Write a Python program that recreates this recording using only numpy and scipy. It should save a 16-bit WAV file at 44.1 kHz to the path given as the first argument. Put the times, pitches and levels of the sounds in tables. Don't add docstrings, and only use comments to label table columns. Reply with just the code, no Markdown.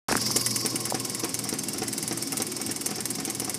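import sys
import numpy as np
from scipy import signal
from scipy.fft import rfft, irfft, next_fast_len
from scipy.io import wavfile
from scipy.ndimage import uniform_filter1d

SR = 44100
rng = np.random.default_rng(int(sys.argv[2]) if len(sys.argv) > 2 else 0)


def amplitude_ratio(level_db):
    exponent = np.asarray(level_db, float) / 20
    return 10 ** exponent


def digitize_waveform(pressure):
    field = np.atleast_2d(pressure).T
    bounded = np.clip(field, -1, 1)
    quanta = np.round(bounded * 32767).astype(np.int16)
    wavfile.write(sys.argv[1], SR, quanta)


N = 157878
TIME_S = np.arange(N) / SR
STROKE_S, FIRST_STROKE_S, STROKE_DB = .048946, .0688, -19

# time_s, near_db
NEARNESS = [
    (0, 10.5),
    (.5, -1.5),
    (.75, 1.5),
    (1.0, 1.4),
    (2.0, 1.5),
    (3.58, 0.4),
]
# start_s, level_db
VANE_STROKES = [(0.1662, -13), (0.3619, -7), (0.462, -9.5), (0.5594, -10.5), (0.66, -13.5), (0.7566, -12),
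                (0.8533, -16.5), (0.901, -16.5), (1.0482, -16), (1.147, -17.5), (1.195, -16),
                (1.342, -15.5), (1.39, -16), (1.6843, -16.5), (1.9786, -16.5), (2.0772, -16.5),
                (2.224, -14.5), (2.321, -14.5), (2.37, -14), (2.7118, -15.5), (2.761, -17), (2.8106, -16),
                (2.8594, -13.5), (2.9572, -18.5), (3.0546, -16.5), (3.103, -17), (3.299, -16.5),
                (3.398, -16), (3.4952, -16), (3.543, -16.5),
                (0.1181, -16), (0.214, -15), (0.2634, -15), (0.312, -15.5), (0.411, -15), (0.508, -17),
                 (0.607, -20), (0.7026, -23), (0.9484, -19.5), (1.292, -21), (1.4895, -17), (1.7325, -21.5),
                 (2.272, -21), (2.419, -13.5), (2.4668, -19.5), (2.517, -18.5), (2.663, -18.5),
                 (2.9068, -19), (3.005, -19), (3.2, -20)]
# pitch_hz, level_db, t60_s
HOUSING_MODES = [(2010, -20.5, 0.016), (2820, -21, 0.031), (4930, -35, 0.073), (5170, -21, 0.095),
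                 (6240, -12.5, 0.06), (7470, -16, 0.022), (8450, -11, 0.0078), (8760, -10.5, 0.03),
                 (8556, -12.5, .03), (10160, -11, 0.089), (10910, -15.5, 0.039), (11230, -28, .03),
                 (14400, -22, 0.012)]
# frequency_hz, level_db
CRACK_COLOUR = [(1500, -13.5), (3500, -13), (5500, -7), (7000, -5.5), (9500, -2), (12000, -8.5),
                (15500, -15)]
# pitch_hz, level_db, t60_s
OIL_BOX_MODES = [(2217, -21, .1), (2090, -27, .025), (1075, -33, .05)]
# start_s, level_db
JOINT_KNOCKS = [(0.359, -23.5), (0.65, -22), (0.744, -32), (0.944, -21), (1.236, -22), (1.527, -23.5),
                (1.819, -22), (2.111, -23.5), (2.401, -21.5), (2.692, -26), (2.983, -26.5), (3.277, -26.5),
                (3.419, -27)]
# start_s, level_db
BELT_FLAPS = [(0.288, -46), (0.868, -30.5), (1.161, -47), (1.453, -30), (1.745, -30.5), (2.038, -33),
              (2.329, -28.5), (2.601, -30.5), (2.619, -38), (2.89, -30.5), (2.913, -29.5), (3.185, -28),
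              (3.199, -35), (3.477, -28), (3.494, -34.5)]
# pitch_hz, level_db, t60_s
GUARD_MODES = [(252, -10, 0.092), (337.6, 0, 0.086), (433, 2, 0.12), (527, -14, 0.013), (637, -27, 0.033),
               (747, -3, 0.075), (925, -20, 0.014), (1190, -7, 0.025), (1290, -15, 0.053),
               (2110, -12.5, 0.024)]
# delay_s, level_db
GUARD_RATTLE = [
    (0, 1),
    (.0032, -12),
    (.0072, -10),
    (.016, -14),
]
# time_s, pitch_hz, level_db
MOTOR_HUM = [(.1, 120, -41), (.55, 119.5, -40), (.8, 119.8, -46), (1.2, 120, -47), (1.5, 120, -51.5),
             (2.4, 120, -49.5), (3.58, 120, -50)]
# pitch_hz, level_db, t60_s
TABLE_MODES = [(94, -13, 0.38), (155.2, -3.5, 0.21), (212.4, 2, 0.17), (271, 2.5, 0.22), (330.8, 0.5, 0.17),
               (367.4, -3, 0.21), (440, -3.5, 0.096), (596, -25, .05), (750.6, -12, 0.19),
               (1020, -8, 0.033)]
# centre_hz, width_hz, level_db
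CASING_BANDS = [(497.5, 78, -48), (1077, 81, -46)]
# time_s, level_db
CASING_FADE = [(.2, -3), (.45, 0), (.7, -2), (1.3, -6), (1.6, -14)]
# centre_hz, width_hz, level_db
VALVE_BANDS = [(4790, 140, 5.5), (5370, 156, 9.5), (6070, 820, -1)]
# time_s, flow_db
VALVE_FLOW = [(0, 8), (.2, 5.5), (.4, 9.5), (.55, 7.5), (.8, -0.5), (1.5, -2), (3.58, -3.5)]
# frequency_hz, density_db_per_hz
AIR_COLOUR = [(18, -62), (30, -53), (106, -7), (221, -4.5), (1500, -18), (3870, -18.5), (8740, -15),
              (14800, -52), (16000, -44)]
# start_s, level_db, pitch_hz, length_cycles
FINGER_BUMPS = [(0.089, -16, 880, 0.53), (0.1, -18, 1220, 0.51), (0.1132, -15, 560, 1.2),
                (0.0976, -17.5, 1500, 0.82), (0.1028, -21, 1600, 1.9), (0.1259, -11, 1510, 0.94),
                (0.1267, -13, 1730, 0.81), (0.1271, -10, 1090, 0.79), (0.1305, -16.5, 322, 1.5),
                (.154, -7, 1260, 0.76), (0.1566, -20, 294, 2.4), (0.1643, -21, 261, 1.4),
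                (0.1757, -23, 1500, 2), (0.18, -25.5, 1620, 3.5), (0.306, -21, 1020, 1.5),
                (0.7455, -26, 600, 1), (0.747, -20.5, 285, 2.2), (0.9238, -13.5, 730, 1.12),
                (0.929, -28, 646, 1.5)]


def level(x, db):
    return x * amplitude_ratio(db) / np.sqrt(np.mean(x ** 2))


def curve(rows, axis=1):
    rows = np.array(rows)
    return np.interp(TIME_S, rows[:, 0], rows[:, axis])


def noise():
    return rng.standard_normal(N)


def colour(x, points):
    p, n = np.array(points), next_fast_len(N)
    hz = np.maximum(np.arange(n // 2 + 1) * SR / n, 1)
    gain_db = np.interp(np.log(hz), np.log(p[:, 0]), p[:, 1])
    return irfft(rfft(x, n) * amplitude_ratio(gain_db), n)[:N]


def ring(x, hz, t60_s):
    r = np.exp(-np.log(1000) / (max(t60_s, .002) * SR))
    w = 2 * np.pi * hz / SR
    return signal.lfilter([np.sin(w)], [1, -2 * r * np.cos(w), r * r], x)


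def walk(rate_hz):
    k = int(SR / rate_hz)
    held = np.repeat(rng.standard_normal(N // k + 1), k)
    smooth = uniform_filter1d(uniform_filter1d(held, k), k)[:N]
    return smooth / smooth.std()


def strikes(times, db, fade_s, rise_s=1e-4):
    x = np.zeros(N + SR)
    x[(np.asarray(times) * SR).astype(int)] = amplitude_ratio(db)
    fading = signal.lfilter([1], [1, -np.exp(-1 / (fade_s * SR))], x)
    r = np.exp(-1 / (rise_s * SR))
    return signal.lfilter([1 - r], [1, -r], fading)[:N]


def struck(times, db, modes, fade_s, scatter_db):
    out, chance = 0, rng.standard_normal((len(times), len(modes)))
    for k, (hz, mode_db, t60_s) in enumerate(modes):
        push = strikes(times, db + mode_db + scatter_db * chance[:, k], fade_s) * noise()
        out = out + ring(push, hz, t60_s) / np.sqrt(fade_s * SR / 2)
    return out


def stroke_swing(peak_at):
    phase = (TIME_S - FIRST_STROKE_S) / STROKE_S
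    return np.cos(2 * np.pi * (phase - peak_at))


def vanes():
    times = np.arange(FIRST_STROKE_S, N / SR, STROKE_S)
    chance = rng.standard_normal((len(times), 3))
    db = STROKE_DB + 1.5 * chance[:, 0] + np.interp(times, *np.array(NEARNESS).T)
    special = np.array(VANE_STROKES)
    k = np.round((special[:, 0] - FIRST_STROKE_S) / STROKE_S).astype(int)
    times[k], db[k] = special[:, 0], special[:, 1]
    box = oil_box(times, STROKE_DB + .65 * (db - STROKE_DB))
    times = np.r_[times, times + .005 * np.exp(.15 * chance[:, 1])]
    db = np.r_[db, db - 8 + 1.5 * chance[:, 2]]
    modes = [(hz, g_db, t60_s if hz < 2500 else min(t60_s, .016)) for hz, g_db, t60_s in HOUSING_MODES]
    housing = struck(times, db, modes, fade_s=.0025, scatter_db=1.8)
    crack = level(colour(noise(), CRACK_COLOUR), -9) * strikes(times, db, fade_s=.0045, rise_s=.0004)
    chatter_db = .22 * 8.5 * walk(500)
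    return box + (housing + crack) * amplitude_ratio(chatter_db)


def oil_box(times, db):
    swell_s, detune, scatter_db = .005, .006, 1.5
    out = np.zeros(N + SR)
    u = np.arange(SR // 10) / SR
    swell = 1 - np.exp(-(u / swell_s) ** 2)
    for start_s, stroke_db in zip(times, db):
        i = int(start_s * SR)
        for hz, mode_db, t60_s in OIL_BOX_MODES:
            a, b = rng.standard_normal(2)
            shape = swell * amplitude_ratio(stroke_db + mode_db + scatter_db * a - 60 * u / t60_s)
            out[i:i + len(u)] += shape * np.sin(2 * np.pi * hz * (1 + detune * b) * u + 10 * a)
    return out[:N]


def belt():
    return guard(JOINT_KNOCKS, gain_db=-5.5, tilt_db_oct=0) + guard(BELT_FLAPS, gain_db=-2.5, tilt_db_oct=7.5)


def guard(blows, gain_db, tilt_db_oct):
    t, db = np.array(blows).T
    chance = rng.standard_normal((len(t), len(GUARD_MODES)))
    late = np.exp(.148 * rng.standard_normal((len(t), len(GUARD_RATTLE))))
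    ringing = 0
    for k, (hz, mode_db, t60_s) in enumerate(GUARD_MODES):
        push = np.zeros(N + SR)
        size = amplitude_ratio(db + gain_db + mode_db + tilt_db_oct * np.log2(hz / 755) + chance[:, k])
        for j, (after_s, rattle_db) in enumerate(GUARD_RATTLE):
            push[((t + after_s * late[:, j]) * SR).astype(int)] += size * amplitude_ratio(rattle_db)
        ringing = ringing + ring(push[:N], hz, min(t60_s, .075))
    soft = np.exp(-1 / (.00019 * SR))
    ringing = signal.lfilter([1 - soft], [1, -soft], ringing)
    slap = level(ring(noise(), 2080, .001), -13) * strikes(t, db, .02, rise_s=.003)
    squeak = level(ring(noise(), 5630, .0041), .5) * strikes(t - .0014, db, .0035, rise_s=.0017)
    body = level(ring(noise(), 780, .0024), -12.5) * strikes(t, db, .018, rise_s=.0035)
    return ringing + slap + squeak + body


def motor():
    wobble_db = 2 * np.clip(TIME_S, .7, 1.8) * walk(25.02)
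    hum = np.sin(2 * np.pi * np.cumsum(curve(MOTOR_HUM)) / SR)
    hum = np.sqrt(2) * amplitude_ratio(curve(MOTOR_HUM, axis=2) + wobble_db) * hum
    jolts = np.cumsum(np.exp(.2 * rng.standard_normal(400)) / 68)
    jolts = jolts[jolts < N / SR]
    shake = struck(jolts, 0, TABLE_MODES, fade_s=.0036, scatter_db=2.3)
    return hum + level(shake, -39) * amplitude_ratio(.49 * curve(NEARNESS))


def casing_buzz():
    out = 0
    for hz, width_hz, db in CASING_BANDS:
        t60_s = 1.6 / width_hz
        out = out + level(ring(ring(noise(), hz, t60_s), hz, t60_s), db)
    return out * amplitude_ratio(curve(CASING_FADE) + 2 * stroke_swing(.29))


def air():
    puff_db = 3 * stroke_swing(1)
    flow_db = curve(VALVE_FLOW)
    valve = 0
    for hz, width_hz, db in VALVE_BANDS:
        band = level(ring(noise(), hz, .95 / width_hz), db)
        valve = valve + band * amplitude_ratio(2 * walk(40))
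    valve = signal.sosfilt(signal.butter(4, 4430, "high", fs=SR, output="sos"), valve)
    valve = level(valve * amplitude_ratio(puff_db), -39) * amplitude_ratio(flow_db)
    broad = level(colour(noise(), AIR_COLOUR), -42) * amplitude_ratio(1.2 * walk(150) + curve(NEARNESS))
    fizz = level(colour(noise(), [(6000, -25), (11000, 13), (15500, -6)]), -50)
    return valve + broad + fizz * amplitude_ratio(.9 * flow_db + .48 * puff_db)


def fingers():
    after_s = np.maximum(TIME_S - .108, 0)
    rustle = level(ring(noise(), 1560, .0015) * amplitude_ratio(6 * walk(300)), -34)
    grip = level(ring(noise(), 45, .05), -32)
    out = rustle * np.exp(-after_s / .03) + grip * np.exp(-after_s / .065)
    for start_s, db, hz, cycles in FINGER_BUMPS:
        u = (TIME_S - start_s) * hz
        out = out - amplitude_ratio(db) * np.exp(-(2 * u / max(cycles, 1)) ** 2) * np.cos(2 * np.pi * u - .6)
    return out


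def scene():
    near = vanes() + belt()
    t = np.arange(SR // 3) / SR
    tail = rng.standard_normal(len(t)) * amplitude_ratio(-60 * t / .094) * (t > .003)
    room = signal.fftconvolve(near, tail / np.sqrt(np.sum(tail ** 2)))[:N]
    pump = near + amplitude_ratio(-9.5) * room + air()
    low = signal.sosfiltfilt(signal.butter(2, 12400, fs=SR, output="sos"), pump)
    pump = low + (pump - low) * amplitude_ratio(.1 * curve(NEARNESS))
    return (pump + motor() + casing_buzz() + fingers())[None]


def band_limit(x):
    return signal.sosfilt(signal.butter(12, 16480, fs=SR, output="sos"), x)


def record(dry):
    opened = dry * (np.arange(N) > .0842 * SR)
    x = signal.sosfilt(signal.butter(3, 89.6, "high", fs=SR, output="sos"), opened)
    x = signal.sosfilt(signal.ellip(10, .2, 50, 15400, fs=SR, output="sos"), x)
    return band_limit(x)


dry = scene()
out = record(dry)
digitize_waveform(out)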